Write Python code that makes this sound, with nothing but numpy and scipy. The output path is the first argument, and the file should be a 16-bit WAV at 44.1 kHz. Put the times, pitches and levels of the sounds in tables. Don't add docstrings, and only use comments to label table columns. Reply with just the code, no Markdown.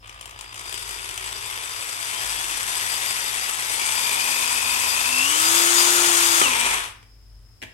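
import sys
import numpy as np
from scipy import signal
from scipy.fft import rfft, irfft, next_fast_len
from scipy.io import wavfile
from scipy.ndimage import map_coordinates

SR = 44100
rng = np.random.default_rng(int(sys.argv[2]) if len(sys.argv) > 2 else 0)


def to_wav(sig):
    pcm = np.clip(np.atleast_2d(sig), -1, 1) * 32767
    pcm = np.round(pcm).astype(np.int16)
    wavfile.write(sys.argv[1], SR, pcm.T)


N = 341025
TIME = np.arange(N) / SR
MAINS_HZ = 60
FULL_HZ = 350
THROUGH_S, THROUGH_FADE_S = 6.41, 0.045


def amp(db):
    return 10 ** (np.asarray(db) / 20)


def unit(x):
    return x / np.sqrt(np.mean(x ** 2) + 1e-20)


def along(points, hz):
    f, v = np.transpose(points)
    return np.interp(np.log(hz + 1), np.log(f + 1), v)


def curves(rows):
    s, *cols = np.transpose(rows)
    return [np.interp(TIME, s, c) for c in cols]


def wobble(rate):
    knots = rng.standard_normal(int(N * rate / SR) + 4)
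    return map_coordinates(knots, [TIME * rate])


def ramp(start, length):
    return np.clip((TIME - start) / length, 0, 1)


def below(x, edge, order):
    return 1 / (1 + (np.abs(x) / edge) ** order)


def filtered(x, response):
    m = next_fast_len(N + SR // 4, True)
    return irfft(rfft(x, m) * response(np.fft.rfftfreq(m, 1 / SR)), m)[..., :N]


def coloured(x, spectrum, size=2048):
    cepstrum = irfft(np.log(amp(along(spectrum, np.fft.rfftfreq(size, 1 / SR)))))
    cepstrum[1:size // 2] *= 2
    cepstrum[size // 2 + 1:] = 0
    kernel = irfft(np.exp(rfft(cepstrum)))
    return signal.oaconvolve(x, kernel[None] / np.linalg.norm(kernel), axes=1)[:, :N]


def via(x, body):
    return filtered(x, lambda hz: amp(along(body, hz)))


def ringing(x, modes):
    def response(f):
        return sum(amp(db) * 1j * f * width / (centre ** 2 - f * f + 1j * f * width)
                   for centre, width, db in modes)
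    return filtered(x, response)


def noise():
    return rng.standard_normal((2, N))


def bursts(events, decay):
    kicks = np.zeros(N)
    for s, db in events:
        kicks[int(s * SR)] += amp(db)
    fall = np.exp(-1 / (decay * SR))
    return signal.lfilter([1], [1, -fall], kicks)


def grains(rate, spread_db, decay):
    draws = rng.random((int(rate * N / SR), 2))
    places = (draws[:, 0] * (N - 1)).astype(int)
    sizes = amp(-spread_db * np.log(np.maximum(draws[:, 1], .01)))
    kicks = np.bincount(places, sizes ** 2, N)
    energy = signal.lfilter([1], [1, -np.exp(-1 / (decay * SR))], kicks)
    return unit(np.sqrt(np.abs(energy)))


def mains_phase():
    return 2 * np.pi * (MAINS_HZ * TIME - .68)


def through():
    return ramp(THROUGH_S, THROUGH_FADE_S)


def level(law, speed):
    full_db, slope_db, through_db = law
    return full_db + slope_db * np.log10(np.maximum(speed, 1) / FULL_HZ) + through_db * through()


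# (frequency [Hz], relative level [dB])
RUMBLE_COLOUR = [(15, -28), (25, -9.5), (43, -11.5), (104, -5), (126, -15.5), (140, -30.5), (188, -19),
                 (218, -26.5), (248, -22.5), (4000, -47.5), (5200, -92), (8800, -120)]


def rumble():
    a, b = coloured(noise(), RUMBLE_COLOUR)
    sides = np.array([a + 0.42 * b, a - 0.34 * b])
    return amp(-57.0 + 1.3 * wobble(3.65)) * sides


# (time [s], level [dB])
DRONE_SWELLS = [(0.0, -55), (1.2, -49.5), (2.22, -70.5), (2.26, -51), (5.92, -72), (6.13, -52), (7.3, -52),
                (7.34, -48.5), (7.73, -56)]


def drone():
    swell_db = curves(DRONE_SWELLS)[0] - 0.8 + 2.4 * wobble(8.3)
    return np.sqrt(2) * amp(swell_db) * np.sin(2 * np.pi * 48.6 * TIME + .4 * wobble(8.3))


# (frequency [Hz], level [dB])
HUM_TONES = [(107.7, -59), (220.7, -87.5)]


def room_hum():
    total = np.zeros(N)
    for hz, db in HUM_TONES:
        tone = np.sin(2 * np.pi * hz * TIME + 0.71 * wobble(7.3))
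        total += np.sqrt(2) * amp(db + 1.3 * wobble(3.6)) * tone
    return total


# (frequency [Hz], width [Hz], relative level [dB])
TRILL_MODES = [(4940, 60, -9.5), (5260, 70, -4)]


def trill():
    tones = ringing(noise(), TRILL_MODES)
    return amp(-62.5 + 1.2 * wobble(30)) * unit(ringing(tones, [(5050, 500, 0)]))


# (frequency [Hz], relative level [dB])
HISS_COLOUR = [(300, -34), (1000, -2), (10500, -6.5), (15500, -11)]


def hiss():
    return amp(-64.0) * coloured(noise(), HISS_COLOUR)


def background():
    layers = rumble() + drone() + room_hum() + trill() + hiss()
    return layers * amp(0) * np.array([[10 ** (1.2 / 20)], [10 ** (-1.2 / 20)]])


# (frequency [Hz], time to fall 60 dB [s])
ROOM_DECAY = [(150, 0.48), (2000, 0.46), (8000, 0.29), (15000, 0.3)]


def room(x):
    hz, t, z = signal.stft(rng.standard_normal((2, SR // 2)), SR, nperseg=256)
    fall = amp(-60 * t / along(ROOM_DECAY, hz)[:, None])
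    tail = signal.istft(z * fall, SR, nperseg=256)[1]
    late = np.pad(tail, ((0, 0), (200, 0)))
    return signal.fftconvolve(x, late / np.linalg.norm(tail[0]), axes=1)[:, :N]


# (frequency [Hz], left minus right level [dB])
PORT_SHADE = [(60, 6.5), (110, -11), (200, 4.5), (380, 3.5), (700, 1), (1290, -1.5), (2380, 4.5), (4400, 6),
              (8120, 19.5), (15000, 10.5)]
# (frequency [Hz], left-right likeness [0 to 1])
PORT_LIKENESS = [(100, 0.96), (350, 0.97), (1000, 0.95), (2500, 0.76), (8000, 0.047)]


def ports(pair):
    lag = 14 / SR

    def paths(hz):
        alike = np.clip(along(PORT_LIKENESS, hz), 0, 1)
        direct = alike * np.exp(-2j * np.pi * hz * lag)
        other = np.sqrt(1 - alike ** 2)
        return amp(-along(PORT_SHADE, hz)) * np.array([direct, other])

    return np.array([pair[0], filtered(pair, paths).sum(0)])


# (time [s], clack level [dB], thump relative to clack [dB]), before the mix
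BUMPS_IN_HOLE = [(6.415, -14, 3.5), (7.028, -45, -20), (7.618, -34, 3), (7.626, -28, -5), (7.635, -31, -3)]
# (frequency [Hz], relative level [dB])
CLACK_COLOUR = [(88, -30), (150, -5), (409, -5), (601, -10), (1050, -12), (1250, -23), (1770, -1),
                (3150, -5), (4290, -16), (8250, -16), (15000, -28)]
# (frequency [Hz], relative level [dB])
THUMP_COLOUR = [(90, -39), (170, -28), (250, -5), (400, -10), (1000, -11), (3000, -59)]


def bumps():
    clacks = [(s, db) for s, db, _ in BUMPS_IN_HOLE]
    thumps = [(s, db + low) for s, db, low in BUMPS_IN_HOLE]
    clack = coloured(bursts(clacks, decay=0.0042) * noise(), CLACK_COLOUR)
    thump = coloured(bursts(thumps, decay=0.014) * noise(), THUMP_COLOUR)
    return clack + amp(-16) * thump


# (time [s], level [dB])
HARD_KNOCKS = [(0.0733, -34), (0.0945, -32), (0.2108, -24.5), (0.257, -23.5), (0.3097, -30), (0.39, -24),
               (0.41, -22.5), (0.528, -35), (0.5435, -25), (0.5575, -26.5), (0.5935, -23.5), (0.657, -27),
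               (0.695, -23), (0.7256, -20.5), (0.742, -19), (0.7758, -24.5), (0.826, -23), (0.8914, -20.5),
               (1.09, -20), (1.177, -16)]
# (frequency [Hz], relative level [dB])
KNOCK_COLOUR = [(150, -19.5), (900, -1.5), (1700, -9), (3000, 3), (4300, -10), (6000, -2.5), (9000, -1.5),
                (13000, -14), (15500, -21)]
CREEP_S, CREEP_DB, CREEP_RISE_DB_PER_S, CREEP_SPREAD_DB = 1, -43, 6.5, 6


def knocks():
    first_pulse = -mains_phase()[0] / (2 * np.pi * MAINS_HZ)
    times = np.arange(4, CREEP_S * MAINS_HZ) / MAINS_HZ + first_pulse
    scatter_db = CREEP_SPREAD_DB * rng.standard_normal(len(times))
    sizes_db = CREEP_DB + CREEP_RISE_DB_PER_S * times + scatter_db
    strikes = bursts([*HARD_KNOCKS, *zip(times, sizes_db)], decay=.003)
    return amp(-3.0) * coloured(strikes * noise(), KNOCK_COLOUR)


# (frequency [Hz], level [dB])
SLOT_RESPONSE = [(900, -60.5), (1900, -40.5), (2300, -34.5), (2450, -31.5), (2690, -22.5), (2980, -23),
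                 (3320, -37)]


def slot_whine(rotor, jerk):
    pulsed = 1 + .85 * jerk * np.cos(mains_phase() - .7)
    tone = np.sin(10 * rotor + (.8 - .4 * jerk) * wobble(200))
    return amp(-2 * through()) * via(pulsed * amp(2.2 * wobble(40)) * tone, SLOT_RESPONSE)


# (frequency [Hz], level [dB])
FAN_RESPONSE = [(1400, -63), (2950, -46), (3170, -38), (3620, -45.5), (3820, -45), (5800, -34), (7000, -30)]


def fan_whine(turn):
    tone = np.sin(20 * turn + .5 * wobble(120))
    return via(amp(2.5 * wobble(25)) * tone, FAN_RESPONSE)


# (frequency [Hz], level [dB])
SLAB_RESPONSE = [(110, -79), (190, -58.5), (225, -58.5), (256, -43), (318, -41), (349, -29.5)]


def shaft_hum(turn):
    hum = via(amp(.8 * wobble(8)) * np.sin(turn), SLAB_RESPONSE)
    return amp(4 * through()) * hum


THROB_S, THROB_LENGTH_S, THROB_DB = 4.82, 0.4, -56.5


def throb(turn):
    swell = amp(THROB_DB) * below(TIME - THROB_S, THROB_LENGTH_S, order=6)
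    return swell * amp(2 * wobble(15)) * np.sin(turn / 3 + .5 * wobble(20))


def mesh(turn, orders, rough):
    total = np.zeros(N)
    for multiple, db in orders:
        total += amp(db + 1.9 * wobble(50)) * np.sin(multiple * turn + rough * wobble(130))
    return unit(total)


# (multiple of the shaft rate, relative level [dB])
LOADED_ORDERS = [(2, -6), (4, 11), (6, -14), (16, -6)]
# (frequency [Hz], level [dB])
GEAR_RESPONSE = [(280, -72.5), (370, -54), (480, -56.5), (620, -62), (770, -48.5), (970, -36.5),
                 (1290, -31), (1420, -33)]


def loaded_gears(rotor):
    return via(mesh(rotor, LOADED_ORDERS, rough=1.0), GEAR_RESPONSE)


# (multiple of the shaft rate, relative level [dB])
FREE_ORDERS = [(4, 2.5), (8, -13), (9, -7), (10, -1.5), (11, -5), (12, -4)]
# (level at FULL_HZ [dB], slope [dB per tenfold speed], change once through [dB]), before the case
FREE_LAW = (-21, 35, 0)


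def free_gears(turn, speed):
    unloaded = ramp(THROUGH_S - .02, .03)
    whine = unloaded * amp(level(FREE_LAW, speed)) * mesh(turn, FREE_ORDERS, rough=.55)

    def case(hz):
        return (1 - below(hz, 830, order=8)) * below(hz, 3200, order=14)

    return filtered(whine, case)


JERK_FADE_HZ, JERK_RAD = 328, 0.25


def motor(speed):
    turn = 2 * np.pi * np.cumsum(speed * (1 + .0012 * wobble(30))) / SR
    load = 1 - through()
    jerk = load * below(speed, JERK_FADE_HZ, order=8)
    rotor = turn + JERK_RAD * jerk * np.sin(mains_phase())
    tones = shaft_hum(turn) + slot_whine(rotor, jerk) + load * fan_whine(turn) + throb(turn)
    gears = load * loaded_gears(rotor) + free_gears(turn, speed)
    return np.array([np.sqrt(2) * tones + gears, np.zeros(N)])


PULSING_HZ = 97.4


def drive_force(speed):
    share = below(speed, PULSING_HZ, order=4) * (1 - through())
    pulse = unit(np.exp(1.03 * np.cos(mains_phase())) * amp(1.6 * wobble(60)))
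    flicker = amp(0.11 * wobble(22) + 0.16 * wobble(90))
    return np.sqrt(1 - share + share * pulse ** 2) * flicker


# (frequency [Hz], width [Hz], relative level [dB])
CUP_MODES = [(3595, 24, -2.5), (4878, 18, .5), (5600, 220, -21), (8080, 150, -11), (8880, 140, -14),
             (9815, 25, -8), (11450, 160, -9)]
CUP_DB, CUP_THROUGH_DB = -4, -13.5
SHIMMER_HZ = 115


def saw_cup(speed, drive, mean_db):
    shimmer = 1 - below(speed, SHIMMER_HZ, order=4)
    low_modes = ringing(drive * noise(), CUP_MODES[:2])
    high_modes = ringing(drive * noise(), CUP_MODES[2:])
    swells_db = 2.3 * wobble(14)
    ring_db = mean_db + CUP_DB + CUP_THROUGH_DB * through() + swells_db
    return amp(ring_db) * unit(low_modes + shimmer * high_modes)


def squeak(teeth, treble_db):
    tone = unit(ringing(teeth * noise(), [(7890, 89, 0), (8770, 280, -1)]))
    return amp(treble_db - 8.0 + 4.4 * wobble(45)) * tone


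# (frequency [Hz], relative level [dB])
CASING_COLOUR = [(90, -28), (200, -19), (350, -9), (600, -10), (1000, 0), (1300, -2.5), (1850, -1),
                 (2300, 2), (3400, 1), (4100, -7), (5500, -32.5), (9000, -84)]
# (frequency [Hz], relative level [dB])
STEEL_COLOUR = [(2000, -39.5), (3500, -24.5), (4200, -6), (5200, -6), (5600, -2.5), (6700, -5),
                (7300, -6.5), (7900, 0.5), (8800, -3.5), (10200, -4.5), (11500, -4.5), (12600, -17),
                (15400, -37)]
# (frequency [Hz], relative level [dB])
AIR_COLOUR = [(90, -38), (250, -19.5), (600, -12), (1100, -3.5), (1900, -4), (2500, -2.5), (3500, -3.5),
              (4300, -5), (6100, -3), (6600, 3), (7200, -2.5), (8000, 1), (11500, -8.5), (15400, -18)]
# (level at FULL_HZ [dB], slope [dB per tenfold speed], change once through [dB])
TREBLE_BY_SPEED = (-21, 26.4, 0.27)
CASING_BY_SPEED = (-24, 22.96, 4.2)
BITE_HZ, BITE_ORDER = 75, 9
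SKATE_DB = -5
LEAN_S, LEAN_LENGTH_S, LEAN_DB = 1.35, 0.32, 2


def rattle(speed):
    bite = 1 - below(speed, BITE_HZ, order=BITE_ORDER)
    lean_db = LEAN_DB * below(TIME - LEAN_S, LEAN_LENGTH_S, order=4)
    treble_db = level(TREBLE_BY_SPEED, speed) + 20 * np.log10(bite + 1e-6) + lean_db / 2
    casing_db = level(CASING_BY_SPEED, speed) + SKATE_DB * (1 - bite) + lean_db
    drive = drive_force(speed)
    teeth = drive * grains(rate=1400, spread_db=2.0, decay=0.001)
    rush = drive * grains(rate=2800, spread_db=-0.5, decay=0.0005)
    casing = amp(casing_db) * coloured(teeth * noise(), CASING_COLOUR)
    steel = amp(treble_db + 0.5 + 0.27 * wobble(28)) * coloured(teeth * noise(), STEEL_COLOUR)
    air = amp(treble_db + 6.5) * coloured(rush * noise(), AIR_COLOUR)
    fan = np.clip(0.65 * (speed / FULL_HZ) ** 5, 0, .95)
    struck = np.sqrt(1 - fan) * (casing + steel)
    cup = saw_cup(speed, drive, (treble_db + casing_db) / 2)
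    return struck + np.sqrt(fan) * air + cup + squeak(teeth, treble_db)


# (time [s], speed [Hz])
LIGHT_SPEED = [(0.0, 60.3), (0.24, 59.9), (0.52, 68.7), (0.59, 82.1), (0.8, 100), (1.19, 91.6),
               (1.9, 125.2), (2.12, 154.2), (2.7, 182.1), (3.64, 189), (3.82, 221.6), (4.29, 238.2),
               (4.8, 242.6)]
# (time [s], speed [Hz])
FULL_SPEED = [(5.0, 239.8), (5.218, 262.3), (5.314, 297.4), (5.4, 319.8), (5.552, 338.5), (5.95, 351.2),
              (6.41, 332.3)]
# (time [s], speed [Hz])
COASTING_SPEED = [(6.47, 266), (6.559, 228), (6.68, 245.5), (6.75, 197), (6.85, 140), (7.051, -3.5)]
START_FADE_S = 0.045
REST_S, REST_FADE_S = 6.943, 0.18


def scene():
    speed, = curves([*LIGHT_SPEED, *FULL_SPEED, *COASTING_SPEED])
    turning = ramp(0, START_FADE_S) - ramp(REST_S - REST_FADE_S, REST_FADE_S)
    hits = bumps()
    whine = ports(turning * motor(speed))
    clatter = ports(turning * rattle(speed) + knocks())
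    to_room = amp(-4.5) * clatter + amp(-5) * hits + amp(-15) * whine
    return background() + room(to_room) + hits + whine + clatter


TOP_HZ = 15850


def record(dry):
    rounded = dry / (1 + np.abs(dry / .85) ** 6) ** (1 / 6)
    return filtered(rounded, lambda hz: hz < TOP_HZ)


dry = scene()
out = record(dry)
to_wav(out)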